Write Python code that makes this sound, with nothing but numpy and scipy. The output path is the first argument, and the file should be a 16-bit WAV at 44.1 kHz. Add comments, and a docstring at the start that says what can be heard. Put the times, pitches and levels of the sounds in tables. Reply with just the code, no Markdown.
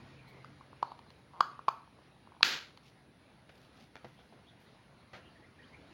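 """A small, quiet room: fingers press together a plastic plug-in receiver above a table, close to a phone.
Skin rubs; the seam slips in pops and creaks that ring the shell and the hollow of the hands.
The catch snaps shut, and the phone's limiter ducks the room's echo. Things put down knock on the table.
Behind it: room noise, a fading motor hum and faint birds outside."""
import sys
import numpy as np
from scipy import signal
from scipy.fft import rfft, irfft, next_fast_len
from scipy.io import wavfile
from scipy.ndimage import uniform_filter1d, minimum_filter1d

SR = 44100
rng = np.random.default_rng(int(sys.argv[2]) if len(sys.argv) > 2 else 0)


def unload_wav(signal):
    """Save mono or channel-first audio to the path in sys.argv[1] as 16-bit WAV at rate SR, clipped to [-1, 1]."""
    wavfile.write(
        sys.argv[1],
        SR,
        np.round(np.clip(np.atleast_2d(signal).T, -1, 1) * 32767).astype(np.int16),
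    )


N = 261513
TIME_S = np.arange(N) / SR
RING_S = TIME_S[:SR // 2]

# room noise (frequency [Hz], gain [dB])
AIR_SPECTRUM = [(15, -69.5), (25, -36), (60, -1.5), (130, 1.5), (277, -2), (367, -6), (989, -10),
                (1250, -13), (2370, -15.5), (3290, -19.5), (4070, -19), (7000, -36), (9100, -63),
                (15400, -120)]
# room noise contour (time [s], relative level [dB])
AIR_CONTOUR = [(0.0, -60), (1.7, -64), (3.2, -64), (5.5, -62), (5.93, -59.5)]
# microphone hiss (frequency [Hz], gain [dB])
MIC_HISS_SPECTRUM = [(6500, -20), (8000, -18), (9000, -3.5), (10600, 1), (11600, -14.5), (13500, -25),
                     (15300, -8), (16000, -9.5)]
# distant calls (time [s], length [s], pitch [Hz], relative level [dB])
BIRD_CALLS = [(0.067, 0.18, 2530, -66.5), (0.168, 0.36, 2244, -66), (0.264, 0.0536, 4280, -68.5),
              (0.833, 0.096, 4300, -66.5), (4.162, 0.063, 3390, -68), (4.463, 0.059, 3510, -63.5),
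              (5.205, 0.13, 2940, -68), (5.351, 0.03, 1920, -63), (5.415, 0.049, 2060, -61.5),
              (5.584, 0.034, 1874, -59.5), (5.625, 0.029, 3230, -63.5), (5.719, 0.052, 2270, -61)]
# skin on plastic and table (start [s], end [s], level [dB], relative hiss [dB])
SKIN_RUBS = [(0.268, 0.322, -77, 1), (1.069, 1.237, -77, -14.5), (2.819, 2.917, -67, -16.5),
             (3.48, 3.703, -71.5, -12.5), (3.719, 3.89, -68.5, -16), (3.941, 4.447, -78.5, -10.5),
             (4.589, 4.665, -72.5, -6.5)]
# body of a rub (frequency [Hz], gain [dB])
RUB_SPECTRUM = [(200, -0.5), (1000, -38.5), (2500, -1.5), (4400, -4.5), (6000, -11), (8000, -28),
                (16000, -40)]
# hiss of a rub (frequency [Hz], gain [dB])
SKIN_HISS_SPECTRUM = [(4000, -27), (8000, -6), (10000, -3), (12000, -2), (13500, -4), (15300, -2.5),
                      (16500, -3)]
# seam pops (time [s], relative level [dB], hollow resonance [Hz], shell brightness [dB])
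SEAM_POPS = [(0.4454, -34.5, 1270, -14.5), (0.61, -38, 1097, -31), (0.7302, -39, 1080, -30),
             (0.8279, -13, 1007, -23), (.918, -30, 960, -20), (0.9909, -38, 980, -12.5),
             (1.0655, -47, 970, -16), (1.104, -45.5, 980, -2), (1.4068, -6, 1148, -16.5),
             (1.533, -40, 1310, -36), (1.5918, -28.5, 1136, -29.5), (1.6827, -9, 1065, -21.5),
             (1.6873, -15.5, 1080, -15.5), (1.988, -45, 980, -21), (2.4084, -29, 978, -20),
             (2.774, -44, 960, -2)]
# yield, jump and after-slip of each pop (lag [s], gain [dB], pitch ratio)
POP_SLIPS = [(-.0025, -22, .95), (0, 0, 0.99), (.0056, -18, 1.18)]
# seam under the thumb (start [s], end [s], slip rate [1/s], relative level [dB])
SEAM_CREAKS = [(1.335, 1.399, 174, -40.5), (1.81, 1.9, 15, -43.5), (2.273, 2.385, 21.4, -42.5),
               (2.326, 2.36, 45, -48)]
# shell at the reference grip (frequency [Hz], gain [dB], t60 [s])
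SHELL_MODES = [(2660, -5, 0.0072), (3070.6, -2.5, 0.0048), (3370, -3, 0.008), (3964, -7.5, 0.0071),
               (4620, 0, .0095), (6400, -13.5, .009)]
# plastic crack (frequency [Hz], gain [dB])
CRACK_SPECTRUM = [(100, -30), (600, -13), (1200, 6.5), (4900, 3), (5600, -17), (7300, -13.5), (8600, -26.5),
                  (10000, -21.5), (11600, -15), (13500, -25), (15500, -18.5)]
# catch jumping home (time [s], relative level [dB], contact time [ms])
CATCH_IMPACTS = [(2.4263, -27, 0.063), (2.4291, -12, .04), (2.4299, 9, 0.0142), (2.432, -1.5, .09),
                 (2.4328, -1.5, .1)]
# catch and metal contacts (frequency [Hz], gain [dB], t60 [s])
CATCH_MODES = [(268.4, -28, 0.015), (490, -32, 0.01488), (898.8, -25.5, 0.006), (1289, -14, 0.0044),
               (1640, -5.5, .007), (2600, -5.5, 0.01), (3580, -5.4, 0.0076), (4048, -0.2, .007),
               (4520, -4, 0.0073), (6827, -28.5, 0.0063), (1402, -44.5, 0.31), (1590, -39.5, 0.34),
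               (1957, -46, .35), (2568, -44.5, 0.35), (3147, -49, .35), (3910, -45, 0.19),
               (4643, -45.5, .22)]
# snap summed over all directions (frequency [Hz], gain [dB])
SNAP_SPREAD_SPECTRUM = [(60, -24.5), (150, -11.5), (450, -7.5), (650, -13.5), (900, -3.5), (1250, -5),
                        (1600, -2.5), (2050, -3), (2600, -1.5), (4500, 0), (5800, -12), (7200, -18.5),
                        (8400, -31), (11500, -25.5), (13600, -36), (15500, -31.5)]
# things put down (time [s], relative level [dB], clatter t60 [s], thud gain [dB], loss per bounce [dB])
TABLE_KNOCKS = [(3.492, -50, 0.061, -23, 17), (3.9548, -35, 0.015, -24, 7), (4.0452, -46, 0.051, 4.5, 9),
                (4.19, -62.5, 0.23, 7.5, 11), (4.325, -62, 0.15, 8.5, 7), (5.1318, -46.5, 0.12, -4.5, 2)]
# clatter of a knock (frequency [Hz], gain [dB])
CLATTER_SPECTRUM = [(100, -4), (400, -0.5), (700, 6), (1000, -8.5), (1400, 1.5), (2500, -5), (4500, -11.5),
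                    (6500, -24.5), (8500, -42), (15000, -39.5)]
# table top (frequency [Hz], gain [dB], t60 [s])
TABLE_MODES = [(128, -10, 0.27), (222, -2, 0.053), (354, -5.5, 0.081), (506, -3.5, 0.056), (656, 1, 0.028),
               (776, 5.5, 0.013)]
# room echo (frequency [Hz], gain [dB])
ECHO_SPECTRUM = [(100, -5), (450, -3), (800, -2), (1020, -8), (1380, 2.5), (1800, -1), (3200, -1.5),
                 (4600, -2.5), (6300, 3), (9000, -3), (15000, 5)]


def undb(db):
    """Decibels to gain."""
    return 10 ** (np.asarray(db) / 20)


def add(track, at_s, sound):
    """Mix a sound into the track."""
    start = int(at_s * SR)
    track[start:start + len(sound)] += sound[:N - start]


def colour(x, spectrum):
    """Filter by (frequency [Hz], gain [dB]) points."""
    hz, db = np.transpose(spectrum)
    size = next_fast_len(len(x), real=True)
    bins_hz = np.fft.rfftfreq(size, 1 / SR)
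    gain = undb(np.interp(np.log(bins_hz + 1), np.log(hz), db))
    return irfft(rfft(x, size) * gain, size)[:len(x)]


def noise(spectrum, size):
    """Coloured noise, rms 1."""
    x = colour(rng.standard_normal(size), spectrum)
    return x / x.std()


def walk(rate_hz, size):
    """Random wander, spread near 1."""
    knots = rng.standard_normal(int(size / SR * rate_hz) + 2)
    return np.interp(np.arange(size) / SR * rate_hz, np.arange(len(knots)), knots)


def fade(t60_s):
    """Free decay."""
    return np.exp(-np.log(1000) * RING_S / t60_s)


def ring(modes):
    """Struck modes (frequency [Hz], gain [dB], t60 [s])."""
    return sum(undb(db) * fade(t60_s) * np.sin(2 * np.pi * hz * RING_S) for hz, db, t60_s in modes)


def attack(rise_s):
    """Contact force building up."""
    return 1 - np.exp(-RING_S / rise_s)


def radiate(x, cutoff_hz):
    """A small body radiates little bass."""
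    return signal.sosfilt(signal.butter(2, cutoff_hz, "high", fs=SR, output="sos"), x)


def flicker(x, depth_db, steady_below_hz=250):
    """Narrow bands swell and sink independently; the rumble stays even."""
    hz, _, spectra = signal.stft(x, SR, nperseg=1024)
    drift = uniform_filter1d(rng.standard_normal(spectra.shape), size=6, axis=0)
    drift = uniform_filter1d(drift, size=5, axis=1)
    band_depth_db = depth_db * np.minimum(hz / steady_below_hz, 1)[:, None] ** 2
    return signal.istft(spectra * undb(band_depth_db * drift / drift.std()))[1][:N]


def motor_hum(hz=135, start_db=-60.5, fade_db_per_s=2, drop_at_s=0.55, drop_s=0.306, drop_db=8.5):
    """Distant motor: a wavering tone that fades throughout and steps down once."""
    phase = 2 * np.pi * np.cumsum(hz * (1 + 0.02 * walk(11, N))) / SR
    drop = np.clip((TIME_S - drop_at_s) / drop_s, 0, 1)
    level_db = start_db - fade_db_per_s * TIME_S - drop_db * drop
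    return np.sqrt(2) * np.sin(phase) * undb(level_db + 2 * walk(16, N))


def room_noise(gain_db=1.5, wander_db=0.71):
    """Low, restless wash of air."""
    air = flicker(noise(AIR_SPECTRUM, N), depth_db=2)
    contour_db = np.interp(TIME_S, *np.transpose(AIR_CONTOUR))
    return air * undb(contour_db + gain_db + wander_db * walk(8.9, N))


def chirp(length_s, pitch_hz, scoop=0.1, scoop_s=0.016, sag_per_s=0.22, waver=0.07):
    """One call, blurred by distance: scoops up to pitch, then sags."""
    size = int(length_s * SR)
    t = TIME_S[:size]
    glide = 1 - scoop * np.exp(-t / scoop_s) - sag_per_s * t
    hz = pitch_hz * glide * (1 + waver * walk(900, size))
    swell = np.sqrt(np.hanning(size)) * undb(4.2 * walk(140, size))
    return swell * np.sin(2 * np.pi * np.cumsum(hz) / SR)


def birds(twitter_per_s=0.95, twitter_hz=4405, twitter_s=0.07, twitter_gain_db=-74, pitch_spread=0.13):
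    """Calls far outside, plus fainter high twitter at random."""
    out = np.zeros(N)
    for at_s, length_s, hz, db in BIRD_CALLS:
        add(out, at_s, undb(db) * chirp(length_s, hz))
    for when, pitch in rng.random((int(twitter_per_s * N / SR), 2)):
        hz = twitter_hz * (1 + pitch_spread * (2 * pitch - 1))
        add(out, when * TIME_S[-1], undb(twitter_gain_db) * chirp(twitter_s, hz))
    return out


def skin_rubs(grain_db=4, grain_hz=300):
    """Sliding skin grips and lets go rapidly: soft swishes."""
    out = np.zeros(N)
    for start_s, end_s, db, hiss_db in SKIN_RUBS:
        size = int((end_s - start_s) * SR)
        force = np.sqrt(np.hanning(size)) * undb(db + grain_db * walk(grain_hz, size))
        friction = noise(RUB_SPECTRUM, size) + undb(hiss_db) * noise(SKIN_HISS_SPECTRUM, size)
        add(out, start_s, force * friction)
    return out


def crack(t60_s):
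    """Noise burst of struck plastic."""
    return noise(CRACK_SPECTRUM, len(RING_S)) * fade(t60_s)


def seam_slip(db, hollow_hz, bright_db, reference_grip_hz=1170):
    """One slip: the hollow of the hands rings, the shell ticks, the palm thuds."""
    hollow_t60_s = 0.014 * np.exp(0.0125 * db)  # harder slips ring longer
    hollow = 1.78 * ring([(hollow_hz, 0, hollow_t60_s)]) * attack(0.00073)
    flesh_lowpass = signal.butter(3, 1.28 * hollow_hz, fs=SR, output="sos")
    hollow = signal.sosfilt(flesh_lowpass, hollow)
    # a tighter grip shrinks the hollow and stiffens the shell: both rise in pitch
    stiffening = np.sqrt(hollow_hz / reference_grip_hz)
    modes = [(hz * stiffening, mode_db, t60_s) for hz, mode_db, t60_s in SHELL_MODES]
    shell = undb(-1.5) * ring(modes) + undb(-5) * crack(t60_s=0.014)
    palm = ring([(190, -11, 0.018), (514, -5.5, 0.0087), (664, -10, 0.0075)])
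    contact = (undb(bright_db) * shell + undb(-23) * palm) * attack(0.00029)
    return undb(db) * (hollow + contact)


def seam(creak_hz=1010, jitter_s=0.00048, jitter_db=1.1):
    """The seam gives way: three slips per pop, uneven runs of small slips per creak."""
    out = np.zeros(N)
    for at_s, db, hz, bright_db in SEAM_POPS:
        for lag_s, step_db, ratio in POP_SLIPS:
            add(out, at_s + lag_s, seam_slip(db + step_db, hz * ratio, bright_db))
    for start_s, end_s, slips_per_s, db in SEAM_CREAKS:
        times_s = np.arange(start_s, end_s, 1 / slips_per_s)
        for at_s, (late, force) in zip(times_s, rng.standard_normal((len(times_s), 2))):
            slip = seam_slip(db + jitter_db * force, creak_hz, bright_db=-26.5)
            add(out, at_s + jitter_s * late, slip)
    return radiate(out, cutoff_hz=110)


def catch_snap():
    """The catch closes in a quick run of impacts; longer contacts are duller."""
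    out = np.zeros(N)
    for at_s, db, contact_ms in CATCH_IMPACTS:
        blow = (ring(CATCH_MODES) + undb(-12) * crack(t60_s=0.013)) * attack(0.00033)
        pole = np.exp(-1000 / (contact_ms * SR))
        add(out, at_s, undb(db) * signal.lfilter([1 - pole], [1, -pole], blow))
    return radiate(out, cutoff_hz=189.3)


def snap_spread(gain_db=22):
    """Pulse that the hardest catch impact sends to the walls."""
    hardest_s, _, _ = max(CATCH_IMPACTS, key=lambda row: row[1])
    impulse = np.zeros(N)
    add(impulse, hardest_s, [undb(gain_db)])
    return colour(impulse, SNAP_SPREAD_SPECTRUM)


def table_knocks(bounces=5, bounce_s=0.0102):
    """Each thing bounces ever weaker: clatter over the thud of the table top."""
    out = np.zeros(N)
    for at_s, db, t60_s, thud_db, loss_db in TABLE_KNOCKS:
        for bounce in range(bounces):
            clatter = noise(CLATTER_SPECTRUM, len(RING_S)) * fade(t60_s)
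            blow = (clatter + undb(thud_db) * ring(TABLE_MODES)) * attack(0.00063)
            add(out, at_s + bounce * bounce_s, undb(db - bounce * loss_db) * blow)
    return radiate(out, cutoff_hz=70)


def room_echo(x, low_t60_s=0.37, treble_t60_s=0.3, split_hz=3500, first_s=0.0022, build_s=0.016):
    """Small hard room: uneven reflections, treble dying sooner."""
    tail = noise(ECHO_SPECTRUM, len(RING_S)) * undb(1.5 * walk(500, len(RING_S)))
    low = signal.sosfilt(signal.butter(1, split_hz, fs=SR, output="sos"), tail)
    onset = np.clip((RING_S - first_s) / build_s, 0, 1)
    response = (low * fade(low_t60_s) + (tail - low) * fade(treble_t60_s)) * onset
    return signal.fftconvolve(x, response / np.linalg.norm(response))[:N]


def scene():
    """Mono mix: hands close; knocks and birds further off and wetter."""
    hands = seam() + skin_rubs()
    knocks = table_knocks()
    calls = birds()
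    echo = room_echo(undb(-9) * hands + snap_spread() + undb(-7.5) * knocks + undb(-1.5) * calls)
    direct = hands + catch_snap() + knocks + undb(2) * calls
    background = motor_hum() + room_noise() + undb(-82) * noise(MIC_HISS_SPECTRUM, N)
    return (direct + echo + background)[None]


def limiter(x, ceiling_db=-3, release_db_per_s=90):
    """Peaks over the ceiling pull the gain down at once; it climbs back steadily."""
    over_db = np.maximum(20 * np.log10(np.abs(x) + 1e-9) - ceiling_db, 0)
    climb_db = release_db_per_s * TIME_S
    gain_db = climb_db - np.maximum.accumulate(over_db + climb_db, axis=-1)
    held_db = minimum_filter1d(gain_db, size=129)
    return x * undb(uniform_filter1d(held_db, size=65))


def record(dry):
    """Phone: limiter, then a steep low-pass."""
    top_hz = 15900
    lowpass = signal.ellip(8, 0.2, 70, top_hz, fs=SR, output="sos")
    return signal.sosfilt(lowpass, limiter(dry))


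dry = scene()
out = record(dry)
unload_wav(out)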